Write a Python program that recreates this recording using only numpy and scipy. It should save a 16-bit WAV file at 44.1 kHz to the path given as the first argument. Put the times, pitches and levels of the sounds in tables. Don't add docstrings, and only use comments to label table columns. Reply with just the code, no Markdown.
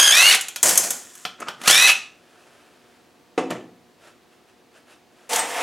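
import sys
import numpy as np
from scipy import signal
from scipy.fft import rfft, irfft, next_fast_len
from scipy.io import wavfile
from scipy.ndimage import uniform_filter1d, map_coordinates

SR = 44100
rng = np.random.default_rng(int(sys.argv[2]) if len(sys.argv) > 2 else 0)


def master(y):
    cut = np.clip(np.atleast_2d(y).T, -1, 1)
    pcm = np.round(cut * 32767)
    wavfile.write(sys.argv[1], SR, pcm.astype(np.int16))


N = 248018

# times of socket bite, motor pick-up, thread release and braking in seconds, first and top
# whine in Hz, run-up time constant in seconds, tightness 0-1, base whine, mesh and grind levels in dB.
TRIGGER_PULLS = [(0, .112, .116, .311, 2108, 3401, .185, 0.99, -13, -18.5, -16),
                 (1.6754, 1.637, 1.738, 1.873, 1200, 2700, .083, .55, -15.5, -18.5, -16.5)]
# multiple of the whine, level at full load in dB, level at no load in dB.
MESH_TONES = [(.758, -13.5, -7), (.788, -11.5, -9), (1.51, -8.5, -7), (1.532, -5, -9), (1.578, -15, -8.5),
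              (2.301, -9, -11.5), (2.338, -10, -9.5), (3.08, -3.5, -20), (3.14, -12.5, -17),
              (3.86, -12.5, -14), (4.61, -5.5, -21), (5.38, -11.5, -23.5)]
# start in seconds, gear clash in dB, socket ring in dB.
BRAKE_JOLTS = [(0.32, -22, -33), (.335, -25.5, -38), (1.884, -12, -15), (1.897, -22, -12.5)]
# start in seconds, gain in dB, relative knock and tick levels in dB.
CONTACTS = [(0.3468, -2, -28, -12), (.4094, -21.5, -35, 2.5), (0.4833, -17, -35, -7),
            (0.5599, -13, -22.5, -8.5), (.629, -10, -15.5, 5), (0.6908, -7, -28, -4),
            (.755, -13.5, -17, -3), (0.7752, -9, -21, 6), (0.9048, -15, -28, 2),
            (1.1521, -36.5, -13.5, 0.5), (1.175, -40, -14, -1), (1.2514, -9, -16.5, -25.5),
            (1.402, -39.5, -3.5, 4), (1.4837, -14, -13, -22), (1.615, -23.5, -13, -13.5),
            (1.6368, -22, -15.5, -12.5), (1.6762, -1, -15, -17.5), (1.6993, -2, -14.5, -10.5),
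            (1.7069, -10, -14.5, 1), (1.7534, -6.5, -32, -10), (3.5048, -22.5, -5.5, -10.5),
            (5.3314, -10.5, -28, -13), (5.3592, -9, -28.5, -6)]
# start in seconds, thud in dB, clack in dB, dulling in dB per octave.
LANDINGS = [(3.3765, -18.5, -16, 0.5), (3.383, -24.5, -22, -3.5), (3.499, -33.5, -28.5, 14),
            (3.507, -37, -20.5, 8), (3.521, -38, -34, 2), (3.555, -52, -35.5, 0)]
# frequency in Hz, level in dB, T60 in seconds.
BENCH_MODES = [(145.3, -26, .45), (177.6, -20, .36), (244, -25, 0.12), (264.5, -2, 0.19), (323.5, -7, 0.23),
               (368, -7.5, 0.13), (453, -10, 0.18), (490, -2.5, 0.081), (518, -2, 0.22), (609, -31, .15),
               (738, -2.5, 0.11), (940, -27, 0.13), (1210, -20, .089)]
# time in seconds, drone in dB, grit in dB.
DRAG_PUSH = [(5.2925, -38, -35), (5.304, -31, -35.5), (5.336, -26.5, -24), (5.404, -25.5, -31.5),
             (5.426, -30, -40.5), (5.486, -35.5, -40), (5.61, -26, -36)]

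# time in seconds, level in dB.
KICKS = [(1.677, -35.5), (1.703, -28)]
BOLT_JOGS = [(.631, -14.5), (.656, -14), (.684, -14), (.774, -19.5), (.835, -23), (.904, -28.5)]
SOCKET_RUBS = [(1.424, -32), (1.488, -30), (1.615, -42.5), (1.668, -30)]
CLINKS = [(5.392, -17.5)]

# time in seconds, length in seconds, level in dB.
BOLT_SLIDES = [(.96, .29, -48.5)]
CLOTH_BRUSHES = [(2.497, 0.47, -56.5), (2.938, 0.13, -64.5), (4.06, .07, -50.5), (4.332, 0.037, -59.5),
                 (4.496, 0.029, -58.5), (4.769, 0.049, -53.5), (4.917, .055, -50.5), (5.228, 0.15, -57.5)]

# frequency in Hz, bandwidth in Hz, gain in dB.
CASTING_MODES = [(781, 30, -1), (1031.5, 40, -7), (1440, 160, -9.5), (2304, 60, -7.5), (2440, 160, -4.5),
                 (2860, 190, -9.5), (3253, 320, -3.5), (4260, 99, -12), (5450, 120, -13.5), (6000, 80, -14)]
COVER_MODES = [(768, 36, 5)]
BENCH_TOP_MODES = [(480, 64, -2.5), (717, 34, -1), (898, 38, -1.5)]

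# frequency in Hz, relative density in dB.
GRIND_SPECTRUM = [(24, -76), (40, -51.5), (615, -13), (751, -16.5), (1200, -8.5), (1590, -7), (2000, -10.5),
                  (2210, -11.5), (2570, -6), (3060, -7), (4130, -9.5), (5050, -11.5), (5870, -9),
                  (10200, -10.5), (13100, -18.5), (16000, -35)]
CLASH_SPECTRUM = [(700, -40.5), (1300, -6), (1800, -13), (2450, 1), (2850, 6), (3300, -8.5), (5800, -15),
                  (9000, -29.5)]
SOCKET_SPECTRUM = [(2200, -61), (2440, -16), (2520, 1.5), (2600, -1), (2720, -15), (3100, -49)]
THUMP_SPECTRUM = [(25, -15), (70, -17), (115, -9), (170, -0.5), (260, -3), (480, -9.5), (800, -35)]
CHATTER_SPECTRUM = [(35, -67.5), (60, -45), (124, -18), (448, -8), (480, -3), (651, -5), (715, -2.5),
                    (842, -7.5), (1340, -10.5), (1580, -6.5), (3670, -14.5), (6740, -1.5), (10500, -7.5),
                    (14200, -17.5), (16000, -23.5)]
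SLIDE_SPECTRUM = [(590, -36.5), (1000, -7.5), (1850, -6.5), (2230, -12), (3050, -9), (4620, -12.5),
                  (7100, -2), (11400, -13), (16000, -25.5)]
RUB_SPECTRUM = [(47, -52), (80, -25), (200, -5), (520, -3), (780, -4.5), (950, -9), (1250, 0.5), (1700, -8),
                (2500, -11), (4000, -23), (8000, -22), (11000, -55)]
BATTERY_SPECTRUM = [(35, -43), (60, -21.5), (269, -4), (727, -7), (916, -11.5), (1180, -15), (1330, -17),
                    (1880, -16), (3500, -24.5), (4730, -33.5), (6090, -29), (9670, -40.5), (15000, -64.5)]
DRONE_SPECTRUM = [(47, -65), (80, -36), (200, -22), (260, -5.5), (350, -15), (470, 0), (580, -5), (730, 0),
                  (920, -1.5), (1500, -7), (1950, -3.5), (2600, -6), (3500, -9.5), (4500, -19.5),
                  (6000, -17.5), (7800, -40)]
GRIT_SPECTRUM = [(2350, -34), (4000, -8), (7350, -2), (8310, -6.5), (9010, -3), (15000, -18.5),
                 (16000, -25.5)]
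STEEL_SPECTRUM = [(7000, -40), (7950, -9), (8230, 1.5), (8450, -1.5), (8750, -10.5), (9800, -36.5)]
CLOTH_SPECTRUM = [(180, -31), (300, -4.5), (414, -7.5), (589, 1), (1000, -6.5), (1550, -1), (2070, -9),
                  (2630, -5.5), (4190, -13.5), (10800, -19), (14000, -34)]
FLOOR_SPECTRUM = [(15, -63), (25, -33), (82, -16), (177, -11.5), (231, -12.5), (271, -7), (363, -8.5),
                  (392, -9), (722, -14), (916, -15), (1330, -17), (1440, -20.5), (1560, -18), (4480, -24),
                  (14000, -36)]

# frequency in Hz, level in dB.
GEAR_CASE_RESPONSE = [(700, -5.5), (1300, -4), (1700, -3.5), (2100, 1), (3250, -1.5), (3600, 1), (4400, 0),
                      (4900, -5), (5550, 1.5), (6000, 2), (6500, -2.5), (7000, -10.5), (9000, -8),
                      (12000, -10.5)]
HUM_TONES = [(240, -69.5), (360, -68.5), (478, -71), (720, -69)]
# frequency in Hz, T60 in seconds.
ROOM_DECAY = [(150, 0.88), (500, .45), (2500, 0.38), (7000, 0.36), (14000, 0.19)]
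# frequency in Hz, side minus mid in dB.
SOURCE_WIDTH = [(40, -19), (200, -38), (500, -33.5), (1200, -52), (2800, -26), (5000, -22), (9000, -21),
                (14000, -20)]
HISS_WIDTH = [(40, -0.5), (100, -4), (250, -7.5), (700, -8), (1300, -10), (5000, -11.5), (9000, -10),
              (14000, -12)]

FREE_LOAD, BRAKE_LOAD = .13, .64
RELEASE_S, STOP_S = .024, .063
SPEED_WAVER, FADE_SPEED = .026, .56
WHINE_LOAD_DB, MESH_LOAD_DB, GRIND_LOAD_DB = -18, 6, -3.5
WHINE_DB_PER_OCTAVE, RATED_HZ = 9, 2510
BITE_DB, BITE_S = 6, .018
LEAD_IN_DB, LEAD_IN_DB_PER_S = -5.5, 481.5
TOP_HZ = 16000


def drill():
    out, t = np.zeros(N), clock()
    for bite_s, *motion, whine_db, mesh_db, grind_db in TRIGGER_PULLS:
        hz, load, speed_left = motor(bite_s, *motion)
        phase = 2 * np.pi * np.cumsum(hz) / SR
        whine = unit(np.sin(phase + .15 * wobble(300)) * amp(wobble(150)))
        whine *= amp(whine_db + WHINE_LOAD_DB * load + WHINE_DB_PER_OCTAVE * np.log2(hz / RATED_HZ))
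        mesh = gear_mesh(hz, phase, load) * amp(mesh_db + MESH_LOAD_DB * load)
        teeth = 1 + .38 * np.sin(MESH_TONES[1][0] * phase)
        settling = (t >= bite_s) * np.exp(-np.abs(t - bite_s) / BITE_S)
        grind = colour(rng.standard_normal(N) * teeth * amp(3.1 * wobble(450)), GRIND_SPECTRUM)
        grind *= amp(grind_db + GRIND_LOAD_DB * load + BITE_DB * settling)
        throb = amp(2.4 * load * np.cos(.03 * phase))
        lead_in = amp((t < bite_s) * (LEAD_IN_DB - LEAD_IN_DB_PER_S * (bite_s - t)))
        fade = np.minimum(speed_left / FADE_SPEED, 1)
        out += lead_in * throb * (fade ** 3 * (whine + mesh) + fade * grind)
    return out


def motor(bite_s, pick_up_s, free_s, brake_s, first_hz, top_hz, run_up_s, tightness):
    t = clock()
    elapsed_s = np.maximum(np.minimum(t, brake_s) - pick_up_s, 0)
    running_hz = top_hz - (top_hz - first_hz) * np.exp(-elapsed_s / run_up_s)
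    speed_left = np.clip(1 - (t - brake_s) / STOP_S, 0, 1)
    braking = np.sin(np.pi * (1 - speed_left))
    grip = (t >= bite_s) * np.exp(-np.maximum(t - free_s, 0) / RELEASE_S)
    load = np.clip(FREE_LOAD + (tightness - FREE_LOAD) * grip + BRAKE_LOAD * braking, 0, 1)
    waver = 1 + SPEED_WAVER * load * wobble(40)
    return running_hz * np.maximum(speed_left, .1) * waver, load, speed_left


def gear_mesh(whine_hz, phase, load):
    out = np.zeros(N)
    for ratio, loaded_db, idle_db in MESH_TONES:
        strength = amp(2.8 * wobble(220))
        jitter_rad = (.85 - .2 * load) * np.sqrt(ratio) * wobble(330)
        db = idle_db + load * (loaded_db - idle_db) + along(GEAR_CASE_RESPONSE, ratio * whine_hz)
        out += amp(db) * unit(strength * np.sin(ratio * phase + jitter_rad))
    return out


def brake():
    out, t = np.zeros(N), clock(SR // 2)
    for start_s, clash_db, ring_db in BRAKE_JOLTS:
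        clash = burst(CLASH_SPECTRUM, t, clash_db, t60_s=.13)
        socket = burst(SOCKET_SPECTRUM, t, ring_db, t60_s=.21)
        add(out, start_s, (clash + socket) * attack(t, rise_s=.00076))
    return out


def kick():
    out, t = np.zeros(N), clock(SR // 4)
    for start_s, db in KICKS:
        add(out, start_s, burst(THUMP_SPECTRUM, t, db, t60_s=.065) * attack(t, rise_s=.002))
    return out


def clicks():
    out, t = np.zeros(N), clock(SR // 4)
    knock_spectrum = [(50, -34), (150, -3), (300, -6.5), (800, -2), (1400, 2.5), (2200, -23),
                      (5000, -62)]
    clack_spectrum = [(700, -51.5), (1500, 0), (4000, 1.5), (6000, -4), (9000, -36.5)]
    tick_spectrum = [(3500, -50), (6300, 3), (9000, -.5), (12000, -4), (16000, -22)]
    for start_s, db, knock_db, tick_db in CONTACTS:
        knock = burst(knock_spectrum, t, knock_db, t60_s=.055)
        clack = burst(clack_spectrum, t, db=-7, t60_s=.021)
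        ring = unit(resonate(rng.standard_normal(len(t)), CASTING_MODES))
        ring *= amp(-19.5) * decay(t, t60_s=.15)
        tick = burst(tick_spectrum, t, tick_db, t60_s=.046)
        add(out, start_s, amp(db) * (knock + clack + ring + tick) * attack(t, rise_s=.0006))
    return highpass(out, hz=90)


def bolt():
    chatter = swells(BOLT_JOGS, rise_db_per_s=11999, fall_db_per_s=151)
    chatter *= friction(CHATTER_SPECTRUM, rate_hz=350, spread_db=1.5)
    slide = sum(amp(db) * span(start_s, start_s + length_s) for start_s, length_s, db in BOLT_SLIDES)
    slide *= friction(SLIDE_SPECTRUM, rate_hz=390, spread_db=2.5)
    rub = swells(SOCKET_RUBS, rise_db_per_s=520.5, fall_db_per_s=602)
    rub *= friction(RUB_SPECTRUM, rate_hz=240, spread_db=3)
    return chatter + slide + rub


def set_down():
    out, t = np.zeros(N), clock(SR // 2)
    for start_s, thud_db, clack_db, dulling_db_per_octave in LANDINGS:
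        clack = burst(BATTERY_SPECTRUM, t, clack_db, t60_s=.11) * attack(t, rise_s=.0019)
        add(out, start_s, amp(thud_db) * bench_thud(t, dulling_db_per_octave) + clack)
    return highpass(out, hz=130)


def bench_thud(t, dulling_db_per_octave):
    out, pivot_hz = np.zeros(len(t)), 2 * BENCH_MODES[0][0]
    for k, (hz, db, t60_s) in enumerate(BENCH_MODES):
        strike_db = rng.normal() - dulling_db_per_octave * np.log2(hz / pivot_hz)
        out += (-1) ** k * amp(db + strike_db) * decay(t, t60_s) * np.sin(2 * np.pi * hz * t + 2 * k)
    return out * attack(t, rise_s=.0016)


def drag():
    times_s, drone_db, grit_db = np.transpose(DRAG_PUSH)
    drone = friction(DRONE_SPECTRUM, rate_hz=400, spread_db=0)
    drone += amp(-4.5) * unit(resonate(noise(DRONE_SPECTRUM), BENCH_TOP_MODES))
    drone *= amp(np.interp(clock(), times_s, drone_db))
    grit = friction(GRIT_SPECTRUM, rate_hz=400, spread_db=1.5)
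    grit *= amp(np.interp(clock(), times_s, grit_db))
    out = span(times_s[0], times_s[-1] + .02) * (drone + grit)
    for start_s, db in CLINKS:
        add(out, start_s, burst(STEEL_SPECTRUM, clock(SR // 4), db, t60_s=.074))
    return out


def overalls():
    swell = sum(amp(db) * np.exp(-2 * ((clock() - centre_s) / length_s) ** 2)
                for centre_s, length_s, db in CLOTH_BRUSHES)
    return swell * friction(CLOTH_SPECTRUM, rate_hz=400, spread_db=1.5)


def workshop(x, wet_db, near_db):
    hz, t, bands = signal.stft(rng.standard_normal(SR), SR, nperseg=256)
    tail = signal.istft(bands * decay(t, along(ROOM_DECAY, hz)[:, None]), SR, nperseg=256)[1]
    t = clock(len(tail))
    tail *= attack(t, rise_s=.0027)
    near = rng.standard_normal(len(t)) * (t > .0015) * decay(t, t60_s=.2)
    echo = amp(wet_db) * tail / np.linalg.norm(tail) + amp(near_db) * near / np.linalg.norm(near)
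    return x + signal.fftconvolve(x, echo)[:N]


def stereo_spread(mid):
    t = clock(SR // 4)
    smear = rng.standard_normal(len(t)) * decay(t, t60_s=.2)
    return equalise(signal.fftconvolve(mid, smear / np.linalg.norm(smear))[:N], SOURCE_WIDTH)


def background():
    hum = sum(amp(db) * unit(np.sin(2 * np.pi * hz * clock() + .8 * wobble(5.1)))
              for hz, db in HUM_TONES)
    gain = amp(-58 + .5 * wobble(1.6))
    return gain * noise(FLOOR_SPECTRUM) + hum, gain * equalise(noise(FLOOR_SPECTRUM), HISS_WIDTH)


def amp(db):
    return 10 ** (np.asarray(db) / 20)


def unit(x):
    return x / np.sqrt(np.mean(x ** 2) + 1e-20)


def clock(size=N):
    return np.arange(size) / SR


def attack(t, rise_s):
    return 1 - np.exp(-t / rise_s)


def decay(t, t60_s):
    return amp(-60 * t / t60_s)


def span(start_s, end_s):
    return uniform_filter1d(1. * ((clock() >= start_s) & (clock() <= end_s)), size=128)


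def swells(peaks, rise_db_per_s, fall_db_per_s):
    t = clock()
    ramps_db = [db - np.maximum(rise_db_per_s * (s - t), fall_db_per_s * (t - s)) for s, db in peaks]
    return amp(np.max(ramps_db, axis=0))


def wobble(rate_hz):
    return map_coordinates(rng.standard_normal(int(N * rate_hz / SR) + 4), [clock() * rate_hz])


def along(points, hz):
    knots_hz, values = np.transpose(points)
    return np.interp(np.log(hz + 1), np.log(knots_hz + 1), values)


def filtered(x, response):
    size = x.shape[-1]
    padded = next_fast_len(size + 8192)
    return irfft(rfft(x, padded) * response(np.fft.rfftfreq(padded, 1 / SR)), padded)[..., :size]


def highpass(x, hz):
    return signal.sosfilt(signal.butter(2, hz, "high", fs=SR, output="sos"), x)


def resonate(x, modes):
    def response(hz):
        return sum((-1) ** k * amp(db) * 1j * hz * width_hz / (mode_hz**2 - hz**2 + 1j * hz * width_hz)
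                   for k, (mode_hz, width_hz, db) in enumerate(modes))
    return filtered(x, response)


def equalise(x, spectrum):
    return filtered(x, lambda hz: amp(along(spectrum, hz)))


def colour(x, spectrum):
    return unit(equalise(x, spectrum))


def noise(spectrum, size=N):
    return colour(rng.standard_normal(size), spectrum)


def burst(spectrum, t, db, t60_s):
    return noise(spectrum, len(t)) * amp(db) * decay(t, t60_s)


def friction(spectrum, rate_hz, spread_db):
    return colour(rng.standard_normal(N) * amp(spread_db * wobble(rate_hz)), spectrum)


def add(track, start_s, sound):
    slot = track[max(round(start_s * SR), 0):][:len(sound)]
    slot += sound[:len(slot)]


def scene():
    tool = drill() + kick() + brake()
    at_cover = tool + resonate(tool, COVER_MODES) + bolt() + clicks()
    mid = workshop(at_cover, wet_db=-9.5, near_db=-15)
    mid += workshop(set_down() + drag() + overalls(), wet_db=-7, near_db=-17)
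    side = stereo_spread(mid)
    floor, hiss = background()
    mid, side = mid + floor, side + hiss
    return np.array([mid + side, mid - side])


def record(dry):
    rounded = dry / (1 + np.abs(dry / .95) ** 6) ** (1 / 6)
    return filtered(rounded, lambda hz: hz < TOP_HZ)


dry = scene()
out = record(dry)
master(out)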